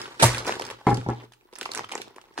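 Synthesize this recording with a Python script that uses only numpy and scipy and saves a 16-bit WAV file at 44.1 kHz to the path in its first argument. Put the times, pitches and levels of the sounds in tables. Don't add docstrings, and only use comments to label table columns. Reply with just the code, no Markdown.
import sys
import numpy as np
from scipy import signal
from scipy.io import wavfile
from scipy.ndimage import uniform_filter1d

SR = 44100
rng = np.random.default_rng(int(sys.argv[2]) if len(sys.argv) > 2 else 0)


def volts_from_db(level):
    exponent = np.asarray(level, float) / 20
    return 10 ** exponent


def wav_record(signal):
    frames = np.transpose(np.atleast_2d(signal))
    bounded = np.clip(frames, -1, 1)
    quanta = np.round(bounded * 32767).astype(np.int16)
    wavfile.write(sys.argv[1], SR, quanta)


N = 105840

# (frequency [Hz], level [dB])
HUSH_SPECTRUM = [(15, -50), (25, 37), (175, -40), (335, 10.5), (659, -27.5), (863, 9.5), (1290, -36.5),
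                 (16000, -11)]
# (frequency [Hz], t60 [s])
ROOM_DECAY = [(100, 0.58), (1000, 0.11), (5000, 0.33), (14000, 0.049)]
# (frequency [Hz], left minus right [dB])
STEREO_LEAN = [(300, 0.5), (2000, 0.5), (9000, -11), (14000, -3)]
# (time [s], strength [dB], rattle t60 [s], boom level [dB], contact [s])
TABLE_BLOWS = [
    (0.2261, -2, 0.088, -6, 0.00044),
    (.868, -9, 0.17, -13.5, 0.000031),
    (0.91, -17.5, 0.18, -17, 0.00029),
    (0.975, -21, 0.1, -32, 0.0016),
    (1.0635, -17, 0.057, -19.5, 0.00063),
    (1.088, -16.5, 0.13, -26, 0.0002),
]
# (frequency [Hz], level [dB], t60 [s])
BARE_TABLE_MODES = [(270, -5, .035), (335, 4, .09), (420, 7, .035), (540, 3, .03), (820, 11, .045),
                    (960, 1, .03), (1050, 5, .015), (1300, 2, .018), (1650, 0, .02), (2080, -2, .02)]
# (frequency [Hz], level [dB], t60 [s])
DAMPED_TABLE_MODES = [(353, 0, .05), (582, 1, .025), (666, 6.5, 0.018), (933, 12.5, 0.019),
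                      (1211, 5, 0.035), (1525, 1.5, .02), (1770, 2.5, .03)]
# (time [s], rustle level [dB], treble share [dB])
TEAR_EFFORT = [(0, -38, -3), (.1, -45.5, -11.5), (.192, -52.5, -6), (.2, -29.5, 3), (.235, -20.5, -16.5),
               (.3, -33.5, -2.5), (.39, -38, -0.5), (.44, -43, -10.5), (.48, -30, -3.5), (.58, -43, -7.5),
               (.72, -41, -15), (.76, -55.5, -13), (.86, -52.5, -12), (.88, -44, 2.5), (1.17, -53, -17.5),
               (1.245, -47.5, -15), (1.27, -70.5, -7)]
# (time [s], rustle level [dB], treble share [dB])
FINGER_EFFORT = [(1.51, -67, -15.5), (1.62, -47.5, -13.5), (1.7, -51, -5), (1.79, -37.5, -23),
                 (1.88, -58, -29), (1.93, -41, -16), (2.03, -49.5, -11), (2.12, -61, -32),
                 (2.372, -62, -3.5), (2.385, -39.5, 2.5)]
# (frequency [Hz], level [dB])
PADDING_SPECTRUM = [(40, -47), (120, -12.5), (400, 3.5), (650, -6), (900, 2.5), (1900, -5.5), (3500, -8),
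                    (7000, -17)]
# (frequency [Hz], level [dB])
FILM_SPECTRUM = [(200, -30.5), (1500, 3.5), (3000, -5), (5000, -2.5), (8500, -6.5), (11000, -9.5),
                 (13000, -22), (16000, -20)]
# (time [s], peak level [dB], pitch [Hz])
TEAR_POPS = [(0.006, -31, 846), (0.055, -24.5, 1380), (0.377, -21.5, 980), (0.401, -25, 506),
             (0.467, -31, 974), (0.473, -17.5, 460), (0.4915, -11.5, 900), (0.492, -17.5, 440),
             (0.521, -15.5, 1290), (0.564, -26.5, 422), (0.596, -16, 930), (0.609, -23.5, 420),
             (0.62, -27.5, 555), (0.71, -29, 493), (1.237, -36.5, 330)]
# (time [s], peak level [dB], pitch [Hz])
SEAM_POPS = [
    (0.1957, -20, 963),
    (0.2006, -18, 1094),
]
# (time [s], peak level [dB], pitch [Hz])
FINGER_POPS = [(1.527, -36, 434), (1.556, -35.5, 1110), (1.616, -28.5, 425), (1.657, -15.5, 1065),
               (1.691, -30, 475), (1.773, -26, 900), (1.791, -17, 1000), (1.806, -22.5, 810),
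               (1.842, -22.5, 1240), (1.915, -25, 1090), (1.934, -22.5, 891), (1.952, -21, 444),
               (1.953, -17.5, 846), (1.998, -30, 400), (2.074, -36.5, 383), (2.161, -36, 388),
               (2.181, -29, 1030), (2.307, -45.5, 388), (2.315, -59, 364), (2.376, -17.5, 907),
               (2.387, -24, 337)]
# (time [s], peak level [dB], pitch [Hz])
MORE_POPS = [(0.368, -26, 527), (0.48, -29, 854), (0.506, -19, 1320), (0.553, -30, 425), (0.573, -37, 842),
             (0.699, -32, 495), (0.742, -36.5, 450), (0.811, -36, 900), (1.026, -37, 385),
             (1.183, -40, 305), (1.318, -43.5, 877), (1.425, -54, 336), (1.452, -48.5, 380),
             (1.487, -50, 993), (1.534, -41, 423), (1.577, -44, 326), (1.689, -26, 960), (1.702, -37, 473),
             (1.742, -32, 820), (1.756, -53, 890), (1.765, -32, 413), (1.839, -27, 1390),
             (1.865, -46, 1160), (1.891, -33, 1290), (1.969, -43, 509), (1.978, -31, 454),
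             (2.011, -33.5, 493), (2.054, -46, 318), (2.106, -45, 398), (2.238, -41, 850),
             (2.269, -51.5, 417)]
# (time [s], peak level [dB], pitch [Hz])
FURTHER_POPS = [
    (1.918, -27, 890),
    (2.171, -43, 496),
    (2.281, -62, 400),
    (2.356, -52, 900),
]
# (time [s], peak level [dB])
TEAR_SNAPS = [(0.015, -22.5), (0.198, -19.5), (0.2, -27), (0.346, -15.5), (0.381, -17.5), (0.4671, -21),
              (0.4785, -44), (0.5954, -21.5), (0.6114, -26), (0.6506, -23.5), (0.6657, -27), (0.7077, -27),
              (0.87, -25.5), (0.9044, -24.5), (0.9434, -23.5), (0.9709, -23.5), (1.0872, -32),
              (1.1005, -34.5)]
# (time [s], peak level [dB], centre [Hz])
FINGER_SNAPS = [(1.3213, -38.5, 3450), (1.3347, -39.5, 2720), (1.5347, -31, 2750), (1.5544, -28, 5020),
                (1.5855, -25, 9100), (1.6114, -15, 2720), (1.6286, -22.5, 2880), (1.6547, -17.5, 2540),
                (1.7163, -18, 4240), (1.7353, -21, 3210), (1.7484, -14, 8900), (1.7744, -17.5, 5470),
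                (1.7931, -24.5, 4890), (1.8454, -28.5, 2950), (1.8931, -29, 2850), (1.9159, -22.5, 2740),
                (1.9205, -19, 2870), (1.952, -19, 7100), (1.9773, -23, 2720), (2.0166, -20, 2920),
                (2.0797, -40, 3270), (2.161, -34.5, 2800), (2.2137, -35.5, 3150), (2.377, -23.5, 3200)]
# (time [s], peak level [dB], centre [Hz])
FURTHER_SNAPS = [
    (1.7565, -18.5, 6200),
    (1.5595, -30, 2500),
    (1.661, -25, 3200),
    (1.7135, -31, 5300),
]
# (time [s], peak level [dB], centre [Hz])
MORE_SNAPS = [(0.046, -48, 2340), (0.448, -27, 2720), (0.479, -20, 3040), (0.4905, -28, 2650),
              (0.5374, -24, 2120), (0.5554, -28, 2740), (0.6195, -20.5, 2980), (0.701, -23.5, 3240),
              (0.7105, -24, 2220), (0.8116, -47, 2040), (1.1595, -43.5, 2080), (1.4095, -48, 2330),
              (1.5262, -39.5, 2780), (1.782, -30, 4790), (1.888, -35, 2800), (2.0113, -33, 2730),
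              (2.1061, -47, 2120), (2.1814, -44, 2130), (2.2388, -46.5, 2760), (2.254, -51, 2700),
              (2.2665, -53.5, 2680), (2.3411, -46, 3030)]
# (frequency [Hz], level [dB])
RIP_SPECTRUM = [(880, -28.5), (1500, 1.5), (3590, -6.5), (3960, -5), (8920, -6), (16000, -23.5)]

BOOM_HZ, THUD_HZ = 119.5, 54
DENT_SPREAD_DB, ALIKE_HZ = 3.0, 600


def evened(x):
    return x / np.sqrt(np.mean(x ** 2) + 1e-20)


def read(points, hz):
    f, value = np.transpose(points)
    return np.interp(np.log(hz + 1), np.log(f + 1), value)


def add(mix, s, sound):
    part = mix[..., max(round(s * SR), 0):][..., :sound.shape[-1]]
    part += sound[..., :part.shape[-1]]


def colour(x, points):
    log_gain = np.log(volts_from_db(read(points, abs(np.fft.fftfreq(4096, 1 / SR)))))
    response = np.fft.ifft(np.exp(np.conj(signal.hilbert(log_gain)))).real[:2048]
    return signal.oaconvolve(x, response)[:len(x)]


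def ring(hz, t60, seconds):
    t = np.arange(round(seconds * SR)) / SR
    return volts_from_db(-60 * t / t60) * np.sin(2 * np.pi * hz * t)


def clicks(per_s, spread_db):
    chance = rng.random(N)
    size = rng.exponential(1, N)
    sign = rng.choice([-1., 1.], N)
    return (chance < per_s / SR) * sign * volts_from_db(spread_db * np.minimum(size, 4))


def hush():
    a, b = [colour(noise, HUSH_SPECTRUM) for noise in rng.standard_normal((2, N))]
    return volts_from_db(-64) * evened(np.array([a + 0.71 * b, a - 1.8 * b]))


def room(x):
    hz, t, z = signal.stft(rng.standard_normal((2, SR // 2)), SR, nperseg=256)
    dying = z * volts_from_db(-60 * t / read(ROOM_DECAY, hz)[:, None])
    tail = signal.istft(dying, SR, nperseg=256)[1]
    tail = signal.lfilter([1, -1], [1, -.95], np.pad(tail, ((0, 0), (200, 0))))
    middle = tail.mean(0)
    high_pass = signal.butter(2, ALIKE_HZ / 2, "high", fs=SR)
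    tail = middle + signal.lfilter(*high_pass, tail - middle)
    return signal.fftconvolve(x[None], tail / np.linalg.norm(tail[0]), axes=1)[:, :N]


def microphones(x):
    most_turns, lag_s = 0.3, .0001
    hz, t, z = signal.stft(x, SR, nperseg=256, noverlap=192)
    wander = uniform_filter1d(rng.standard_normal(z.shape), size=9, axis=0)
    wander = evened(uniform_filter1d(wander, size=24, axis=1))
    treble = (hz ** 2 / (hz ** 2 + ALIKE_HZ ** 2))[:, None]
    turns = most_turns * wander * treble + (hz * lag_s)[:, None]
    pair = []
    for side in (.5, -.5):
        level = volts_from_db(side * read(STEREO_LEAN, hz))[:, None]
        pair.append(z * level * np.exp(-2j * np.pi * side * turns))
    return signal.istft(np.array(pair), SR, nperseg=256, noverlap=192)[1][:, :N]


def settle():
    start_s, rise_s, level_db, t60 = .25, 0.027, -31, .6
    t = np.maximum(np.arange(N) / SR - start_s, 0)
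    rumble = signal.oaconvolve(rng.standard_normal(N), ring(THUD_HZ, 0.085, .1))[:N]
    return evened(rumble) * np.minimum(t / rise_s, 1) * volts_from_db(level_db - 60 * t / t60)


def table():
    detune, boom_lag_s, boom_rise_s = .025, .004, 0.023
    out = np.zeros(N)
    chatter = evened(signal.lfilter([1], [1, -.8], clicks(700, 2.5)))
    t = np.arange(SR // 2) / SR
    boom = ring(BOOM_HZ, .16, .5) + volts_from_db(-12) * ring(BOOM_HZ, .33, .5)
    boom = boom + volts_from_db(-24) * ring(THUD_HZ, .05, .5)
    boom = boom * np.minimum(t / boom_rise_s, 1)
    for k, (s, strength_db, rattle_t60, boom_db, contact_s) in enumerate(TABLE_BLOWS):
        at = round(s * SR)
        push = t * np.exp(-t * 6 / contact_s)
        blow = volts_from_db(strength_db - 60 * t / rattle_t60) * (0.064 * chatter[at:at + len(t)] + (t == 0))
        blow = signal.oaconvolve(blow, push[:400] / push.sum())
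        modes = BARE_TABLE_MODES if k else DAMPED_TABLE_MODES
        shift = 1 + detune * rng.uniform(-0.51, 1, len(BARE_TABLE_MODES))
        body = sum(volts_from_db(db) * ring(hz * u, t60, .15) for (hz, db, t60), u in zip(modes, shift))
        add(out, s, signal.oaconvolve(blow, body / abs(body).max()))
        add(out, s + boom_lag_s, volts_from_db(boom_db) * boom)
    return out


def rustle():
    clump_db, hiss_share, shove_db, shove_lag_s = 1.8, .6, -15.5, .03
    s, db, treble_db = np.transpose(list(TEAR_EFFORT) + list(FINGER_EFFORT))
    t = np.arange(N) / SR
    clump = uniform_filter1d(rng.standard_normal((2, N)), 300, 1)
    clump = clump_db * evened(uniform_filter1d(clump, 300, 1))

    dents = np.zeros(N)
    for hz in np.geomspace(200, 5500, num=16):
        dent = ring(hz, 4.8 / hz, 0.0324) * hz
        dents += signal.oaconvolve(clicks(160, DENT_SPREAD_DB), dent)[:N]
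    dents = evened(dents) + 0.25 * rng.standard_normal(N)
    dents = evened(colour(dents, PADDING_SPECTRUM)) * volts_from_db(np.interp(t, s, db) + clump[0] + 0.5)

    fizz = evened(clicks(3000, DENT_SPREAD_DB)) + hiss_share * rng.standard_normal(N)
    fizz = evened(signal.lfilter([1], [1, -.6], colour(fizz, FILM_SPECTRUM)))
    fizz = fizz * volts_from_db(np.interp(t, s, db + treble_db) + clump[1] + 1.0)

    slab = ring(BOOM_HZ, 0.21, .1) + 0.27 * ring(THUD_HZ, 0.37, .1)
    shoves = evened(signal.oaconvolve(clicks(210, 3.1), slab)[:N])
    return dents + fizz + shoves * volts_from_db(np.interp(t - shove_lag_s, s, db) + shove_db)


def pops(dents):
    cycles, soft_s, second_db, lag_s = 7, 0.00087, -6, .0018
    out = np.zeros(N)
    high_pass = signal.butter(3, 200, "high", fs=SR)
    for (s, db, hz), u in zip(dents, rng.random((len(dents), 2))):
        pop = ring(hz, cycles / hz, .04)
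        pop = pop + volts_from_db(second_db) * ring(hz * (1.58 + u[0]), cycles / hz, .04)
        onset = np.minimum(np.arange(len(pop)) / SR / soft_s, 1)
        pop = signal.lfilter(*high_pass, pop * onset)
        add(out, s + lag_s, np.sign(u[1] - .5) * pop / abs(pop).max() * volts_from_db(db))
    return out


def snaps(creases):
    width, lag_s, tick_t60, crack_t60, tail_t60 = 0.2, .001, .0025, .028, .1
    crack_share, spit_share, tail_db = .2, .1, -22
    out, t = np.zeros(N), np.arange(4000) / SR
    tick = volts_from_db(-60 * t / tick_t60)
    decay = tick + crack_share * volts_from_db(-60 * t / crack_t60)
    tail = volts_from_db(tail_db - 60 * t / tail_t60)
    noise = rng.standard_normal((len(creases), 2, 4000))
    for (s, db, hz), (wide, fizz) in zip(creases, noise):
        band = signal.lfilter(*signal.iirpeak(hz, 1 / width, SR), wide)
        crack = (evened(band) + 0.59 * fizz) * decay + tail * fizz
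        spit = spit_share * np.diff(fizz, prepend=0) * tick
        crack = colour(crack, FILM_SPECTRUM) + spit
        add(out, s + lag_s, crack / abs(crack).max() * volts_from_db(db))
    return out


def rip():
    start_s, rise_s, hold_s, t60, level_db = 0.2195, 0.0097, 0.004, 0.19, -13.5
    t = np.arange(N) / SR - start_s
    shape = np.clip(t / rise_s, 0, 1) * volts_from_db(-60 * np.maximum(t - rise_s - hold_s, 0) / t60)
    return volts_from_db(level_db) * shape * evened(colour(clicks(9000, 5.), RIP_SPECTRUM))


def scene():
    centres = rng.uniform(2900, 5600, len(TEAR_SNAPS))
    tear_snaps = [(s, db, hz) for (s, db), hz in zip(TEAR_SNAPS, centres)]
    near = settle() + table() + rustle()
    near = near + pops(list(TEAR_POPS) + list(SEAM_POPS)) + pops(FINGER_POPS)
    near = near + pops(list(MORE_POPS) + list(FURTHER_POPS))
    near = near + snaps(tear_snaps) + snaps(list(FINGER_SNAPS) + list(FURTHER_SNAPS))
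    near = near + snaps(MORE_SNAPS) + rip()
    return hush() + volts_from_db(-12) * room(near) + microphones(near)


def roll_off(x):
    return signal.sosfilt(signal.butter(12, 16790, fs=SR, output="sos"), x)


def record(dry):
    bass_cut = signal.butter(2, 55, "high", fs=SR, output="sos")
    mix = np.tanh(signal.sosfilt(bass_cut, dry))
    mix = signal.oaconvolve(mix, signal.firwin(255, 15850, fs=SR)[None], "same")
    return roll_off(mix)


dry = scene()
out = record(dry)
wav_record(out)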